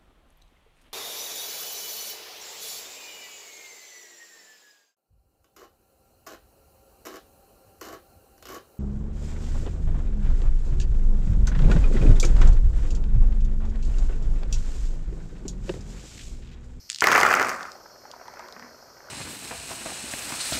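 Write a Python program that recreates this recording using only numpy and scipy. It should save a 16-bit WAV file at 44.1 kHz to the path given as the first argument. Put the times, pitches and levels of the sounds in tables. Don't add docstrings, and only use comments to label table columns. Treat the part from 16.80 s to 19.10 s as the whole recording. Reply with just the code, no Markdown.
import sys
import numpy as np
from scipy import signal
from scipy.fft import rfft, irfft
from scipy.io import wavfile
from scipy.ndimage import uniform_filter1d, minimum_filter1d

SR = 44100
rng = np.random.default_rng(int(sys.argv[2]) if len(sys.argv) > 2 else 0)


def level_to_linear(level):
    exponent = np.asarray(level, float) / 20
    return 10 ** exponent


def file_out(sig):
    cols = np.atleast_2d(sig).T
    lim = np.clip(cols, -1, 1)
    pcm = np.round(lim * 32767).astype(np.int16)
    wavfile.write(sys.argv[1], SR, pcm)


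N = 101429
CONTACT_S = 0.0007


def unit(x):
    return x / np.sqrt(np.mean(x ** 2) + 1e-30)


def colour(x, table):
    f = np.maximum(np.fft.rfftfreq(len(x), 1 / SR), 1)
    points = np.array(table, float)
    gain_db = np.interp(np.log(f), np.log(points[:, 0]), points[:, 1], right=-70)
    return irfft(rfft(x) * level_to_linear(gain_db), len(x))


def above(x, hz):
    return signal.sosfilt(signal.butter(3, hz, "high", fs=SR, output="sos"), x)


def fade(t60, rise, size=3000):
    t = np.arange(size) / SR
    return t, (1 - np.exp(-t / rise)) ** 2 * np.exp(-t * np.log(1000) / t60)


def burst(table, t60, rise, hz=None):
    t, envelope = fade(t60, rise)
    if hz:
        table = [(f, db - abs(np.log2(f / hz))) for f, db in table]
    x = colour(rng.standard_normal(len(t)), table) * envelope
    return x / np.abs(x).max()


def hits(rows, db, t60, rise, table, body_db, body_t60):
    out = np.zeros(N + 4000)
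    t, envelope = fade(t60, rise)
    for s, peak, hz in rows:
        partner_hz = hz * (0.7955 + 0.362 * rng.random())
        pair = np.sin(2 * np.pi * hz * t) + 0.5 * np.sin(2 * np.pi * partner_hz * t)
        ring = envelope * pair
        x = ring / np.abs(ring).max() + level_to_linear(body_db) * burst(table, body_t60, rise, hz)
        i = int((s + CONTACT_S) * SR)
        out[i:i + len(t)] += level_to_linear(peak + db) * x / np.abs(x).max()
    return out[:N]


def swarm(curve, db, rate, scatter_db, table, t60, rise):
    t, points, out = np.arange(N) / SR, np.array(curve), 0
    for _ in range(6):
        struck = rng.random(N) < rate / 6 / SR
        kicks = struck * level_to_linear(scatter_db * np.minimum(rng.exponential(size=N), 3))
        out = out + signal.fftconvolve(kicks, burst(table, t60, rise))[:N]
    return unit(out) * level_to_linear(np.interp(t, points[:, 0], points[:, 1], left=-120) + db)


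# [f/Hz, level/dB]
HISS_COLOUR = [(30, 3), (250, -4.5), (400, -12), (2400, -18), (3700, -22), (4400, -4.5), (5700, -1.5),
               (10500, -34)]


def hiss():
    f, w = 13540, 2400
    bump = [(f - 2 * w, -14), (f - w, -8), (f, 0), (f + w / 2, -7), (f + .62 * w, -60)]
    top = colour(rng.standard_normal(N), bump)
    broad = colour(rng.standard_normal(N), HISS_COLOUR)
    settle = level_to_linear(2.2 * (np.arange(N) / SR < .1))
    return settle * (level_to_linear(-56.5) * unit(broad) + level_to_linear(-66.5) * unit(top))


# [f/Hz, width/Hz, level/dB]
WHINE_LINES = [(4350, 52, -67.5), (5130, 24, -65)]


def whine():
    out = np.zeros(N)
    for hz, w, db in WHINE_LINES:
        line = [(hz - 3 * w, -50), (hz - w, -12), (hz, 0), (hz + w, -12), (hz + 3 * w, -50)]
        out += level_to_linear(db) * unit(colour(rng.standard_normal(N), line))
    return out


def cricket():
    first_s, chirp_s, loudest_s, note_hz = 0.058, 0.0755, 1.15, 5605
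    t = np.arange(N) / SR
    k = (t - first_s) / chirp_s + 1
    chirp_size = level_to_linear(2 * rng.standard_normal(64))[np.floor(k + .5).astype(int)]
    swell = level_to_linear(-10 * np.minimum(abs(t - loudest_s), .6))
    throb = np.maximum(np.cos(2 * np.pi * k), 0)
    return level_to_linear(-55.5) * chirp_size * swell * throb * np.sin(2 * np.pi * note_hz * t)


# [t/s, level/dB, f/Hz]
PALM_CLICKS = [
    (0.0928, -30, 4930),
    (0.0997, -10, 7050),
    (0.1084, -23, 4800),
    (0.117, -20.5, 5000),
    (0.1197, -37, 4500),
    (0.129, -22, 4550),
    (0.1457, -17, 5000),
    (0.1591, -19.5, 4600),
    (0.1855, -18.5, 4040),
    (0.2066, -10, 5900),
]
# [t/s, level/dB, f/Hz]
TABLE_CLICKS = [(0.239, -8, 4410), (0.26, -19, 4430), (0.2699, 3, 4400), (0.2855, -14, 6840),
                (0.3159, 1, 4430), (0.3221, -4.5, 6250), (0.34, -22, 5170), (0.351, -13, 5690),
                (0.3602, -9, 4800), (0.402, -8, 4930), (0.411, -7, 4350), (0.4315, -4, 7100),
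                (0.4657, -11, 4300), (0.5043, -12.5, 6460), (0.5283, -25, 6700), (0.5511, -8, 6100),
                (0.596, -11, 6600), (0.6095, -19, 6100), (0.6268, -11.5, 5660), (0.6473, -16.5, 5740),
                (0.6692, -17.5, 8400), (0.6851, -16, 8500), (0.6923, -14, 5600), (0.6995, -21, 6100)]
# [t/s, level/dB, f/Hz]
TICKS = [(0.291, -40, 4550), (0.304, -19, 4540), (0.3283, -18, 6400), (0.348, -13, 6800),
         (0.3754, -24, 4200), (0.423, -31, 6540), (0.4514, -31, 4410), (0.4612, -20, 6500),
         (0.4873, -22, 5590), (0.5177, -21, 6600), (0.5353, -24, 6250), (0.5694, -32, 5240),
         (0.6161, -22.5, 6750), (0.715, -30, 5950)]
# [t/s, level/dB, f/Hz]
LATE_CLICKS = [
    (0.8074, -33, 5940),
    (0.829, -25, 4550),
    (0.9173, -26, 5000),
    (1.3134, -26, 4900),
    (1.479, -33.5, 4350),
    (1.5378, -35.5, 5400),
    (1.5926, -33, 5160),
    (1.6842, -35, 4830),
    (1.724, -29, 5270),
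    (1.7948, -33.5, 4600),
]
# [t/s, level/dB]
CHATTER = [(.098, -86), (.2, -43.5), (.24, -35.5), (.36, -29.5), (.55, -36.5), (.71, -38.5), (.76, -45),
           (.95, -55.5)]
# [f/Hz, level/dB]
CUPPED = [(1000, -13), (2500, -4.5), (4700, 4), (8500, -6.5), (11000, -22), (14000, -36), (16000, -43)]
# [f/Hz, level/dB]
DIE = [(1200, -6), (2500, -2), (3700, -23.5), (4600, -9), (7000, -13.5), (11000, -26), (13700, -15.5),
       (16000, -45)]
# [f/Hz, level/dB]
BLUR = [(1200, -4), (2500, -1), (3700, -13.5), (4600, -5), (7000, -5.5), (11000, -19), (13700, -20),
        (16000, -32)]


def dice():
    curve = list(CHATTER) + [(1.02, -80)]
    held = np.arange(N) / SR < .215
    palm = hits(PALM_CLICKS, 0.62, t60=0.0045, rise=0.0001, table=CUPPED, body_db=3.2, body_t60=0.0035)
    late = hits(LATE_CLICKS, -2.7, t60=0.0045, rise=0.0002, table=CUPPED, body_db=2.2, body_t60=0.0085)
    clicks = hits(TABLE_CLICKS, -4, t60=0.004, rise=0.0001, table=DIE, body_db=4, body_t60=0.007)
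    in_palm = swarm(curve, 0.95, rate=900, scatter_db=2, table=CUPPED, t60=0.015, rise=0.00025)
    on_table = swarm(curve, -1.5, rate=900, scatter_db=2, table=BLUR, t60=0.0076, rise=0.0001)
    ticks = hits(TICKS, 0.98, t60=0.004, rise=0.00015, table=DIE, body_db=5.4, body_t60=0.007)
    return palm + late + clicks + np.where(held, in_palm, on_table) + ticks


# [t/s, level/dB, f/Hz]
THUDS = [(0.22, -2.5, 1450), (0.24, -3, 2060), (0.258, -19, 1320), (0.27, -4.5, 1076), (0.284, -7.5, 1460),
         (0.315, -2.5, 1350), (0.326, -9, 1460), (0.35, 1, 1635), (0.357, -5.5, 2007), (0.377, 0, 1180),
         (0.43, -1.5, 2063), (0.449, -0.5, 1250), (0.462, -0.5, 1365), (0.509, -10, 1700),
         (0.526, -4, 1180), (0.538, -5, 1416), (0.569, -12, 1355), (0.596, -10, 2045), (0.61, -11.5, 1340),
         (0.615, -14, 1160), (0.625, -16, 1510), (0.646, -14.5, 1240), (0.693, -18, 1230),
         (0.714, -19.5, 1220), (0.807, -24.5, 1380), (0.852, -23.5, 1350)]
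# [t/s, level/dB, f/Hz]
BOUNCES = [(0.232, -17, 2054), (0.293, -9, 1080), (0.302, -15, 1360), (0.329, -6.5, 1970), (0.34, -8, 1630),
           (0.367, -10, 1450), (0.382, -8.5, 1440), (0.389, -8, 1140), (0.4, -8, 850), (0.411, -7.5, 767),
           (0.42, -10, 2050), (0.443, -11, 1440), (0.475, -7.5, 1460), (0.487, -10, 1100),
           (0.496, -12, 1560), (0.505, -13, 1580), (0.513, -10, 1480), (0.551, -16, 1100),
           (0.559, -18.5, 1420), (0.577, -18, 1500), (0.588, -29, 1490), (0.603, -20, 1340),
           (0.635, -14, 1450), (0.66, -17, 1240), (0.666, -16.5, 1330), (0.684, -15, 1220),
           (0.701, -17, 1205), (0.734, -18.5, 1280), (0.759, -22, 1170), (0.829, -27, 1320)]
# [t/s, level/dB, f/Hz]
TAPS = [(0.882, -29.5, 1240), (0.952, -32, 780), (1.057, -34, 866), (1.157, -37.5, 658), (1.235, -40, 527),
        (1.251, -32, 860), (1.302, -37, 630), (1.335, -30, 950), (1.396, -38, 655), (1.411, -31.5, 700),
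        (1.454, -35, 960), (1.48, -28.5, 883), (1.535, -33.5, 770), (1.568, -32, 1450), (1.593, -30.5, 856),
        (1.6, -33.5, 1240), (1.641, -36.5, 939), (1.685, -33, 1067)]
# [t/s, level/dB, f/Hz]
WOBBLE = [(1.097, -42, 825), (1.362, -34.5, 684), (1.625, -32.5, 950), (1.724, -45, 708),
          (1.844, -41.5, 1110), (1.859, -39.5, 1020), (1.909, -38, 617), (1.943, -41, 589),
          (2.024, -39.5, 620), (2.056, -42, 700), (2.097, -42, 696), (2.24, -40, 1530), (2.284, -37, 1460)]
# [t/s, level/dB, f/Hz]
SETTLE = [
    (1.764, -30.5, 1085),
    (1.795, -31.5, 840),
    (1.824, -27, 1870),
    (2.167, -40, 1600),
    (2.204, -36, 1530),
    (2.272, -38.5, 1290),
]
# [t/s, level/dB]
ROLL = [(.222, -28), (.33, -25.5), (.55, -27.5), (.72, -32.5), (.9, -44), (1.0, -50.5), (1.2, -54),
        (1.6, -50), (1.85, -51), (1.97, -53), (2.13, -54), (2.3, -50)]
# [t/s, level/dB]
SCUFF = [(1.2, -63), (1.45, -56.5), (1.6, -49.5), (1.75, -55.5), (1.85, -49.5), (1.95, -63), (2.12, -66),
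         (2.2, -61), (2.3, -59)]
# [f/Hz, level/dB]
BOARD = [(40, -56), (110, -19.5), (300, -8.5), (386, -4), (520, -2), (1400, 0.5), (2100, -5), (3500, -28),
         (5500, -54)]
# [f/Hz, level/dB]
PANEL = [(450, -7), (1350, -1.5), (2200, -11.5)]
# [f/Hz, level/dB]
MAT = [(100, -38.5), (250, -13), (650, -1.5), (1000, -5.5), (1550, -11), (1900, -21.5), (3600, -31.5)]
# [f/Hz, level/dB]
GRIT = [(200, -16), (400, -11), (900, -8), (1500, 2), (2300, -7.5), (3400, -34), (5000, -12)]


def table_top():
    t = np.arange(N) / SR
    settled = np.clip((t - .6) / 0.18, 0, 1)
    late = np.clip((t - .88) / 0.088, 0, 1)
    tumble = swarm(ROLL, 1.5, rate=1500, scatter_db=1.5, table=BOARD, t60=0.014, rise=0.0011)
    panel = level_to_linear(2.5) * colour(tumble, PANEL + [(SR / 2, -40)])
    dull = swarm(ROLL, -1.2, rate=1500, scatter_db=1.5, table=MAT, t60=0.018, rise=0.0023)
    roll = (1 - late) * ((1 - settled) * tumble + settled * panel) + late * dull
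    thuds = hits(THUDS, 0, t60=0.014, rise=0.00051, table=BOARD, body_db=-1, body_t60=0.028)
    taps = hits(TAPS, -2, t60=0.018, rise=0.0031, table=BOARD, body_db=-2, body_t60=0.016)
    settle = hits(SETTLE, -2, t60=0.012, rise=0.00017, table=BOARD, body_db=2.2, body_t60=0.018)
    bounces = hits(BOUNCES, -4, t60=0.016, rise=0.00085, table=BOARD, body_db=0, body_t60=0.027)
    wobble = hits(WOBBLE, -2.1, t60=0.031, rise=0.00093, table=BOARD, body_db=-1.2, body_t60=0.028)
    scuff = swarm(SCUFF, -1.3, rate=900, scatter_db=2.9, table=GRIT, t60=0.0084, rise=0.0005)
    return above(roll + thuds + taps + settle + bounces + wobble + scuff, 39)


def plank(x):
    b, a = signal.iirpeak(382.4, 19, fs=SR)
    return x + level_to_linear(1) * signal.lfilter(b, a, x)


# [f/Hz, level/dB]
SNAP = [(2000, 7.5), (2900, 5), (3700, -9.5), (6000, -7.5), (10500, -18), (13700, -13), (16000, -19)]


def snaps():
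    out = np.zeros(N)
    growth = 1.43
    for s, peak, _ in THUDS:
        x = burst(SNAP, t60=0.011, rise=0.00077)
        i = int((s + CONTACT_S) * SR)
        out[i:i + len(x)] += level_to_linear(-4.5 + growth * peak) * x
    return out


# [t/s, level/dB]
LEAN = [(.6, -51.5), (.8, -54), (.97, -74), (1.65, -72), (1.84, -55), (1.97, -81)]


def rumble():
    frame = [(120, -58.5), (190, 22), (250, 24.5), (330, 8), (600, 0)]
    return swarm(LEAN, 0.87, rate=700, scatter_db=1.5, table=frame, t60=0.096, rise=0.0068)


def room(x, t60, db):
    t = np.arange(SR // 2) / SR
    tail = rng.standard_normal(len(t)) * np.exp(-t * np.log(1000) / t60) * np.clip(t / 0.00043, 0, 1)
    return x + level_to_linear(db) * signal.fftconvolve(x, tail / np.sqrt(np.sum(tail ** 2)))[:N]


def scene():
    wood = room(plank(table_top()) + rumble(), t60=0.35, db=-11)
    bright = room(above(dice() + snaps(), 1360), t60=0.22, db=-11)
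    background = hiss() + whine() + cricket()
    return (wood + bright + background)[None]


def roll_off(x):
    return signal.sosfilt(signal.butter(12, 16500, fs=SR, output="sos"), x)


def record(dry):
    dry = signal.sosfilt(signal.butter(2, 45, "high", fs=SR, output="sos"), dry)
    ceiling = 0.62
    need = np.minimum(1, ceiling / (np.abs(dry) + 1e-9))
    gain = uniform_filter1d(minimum_filter1d(need, size=129), size=65)
    return roll_off(dry * gain)


dry = scene()
out = record(dry)
file_out(out)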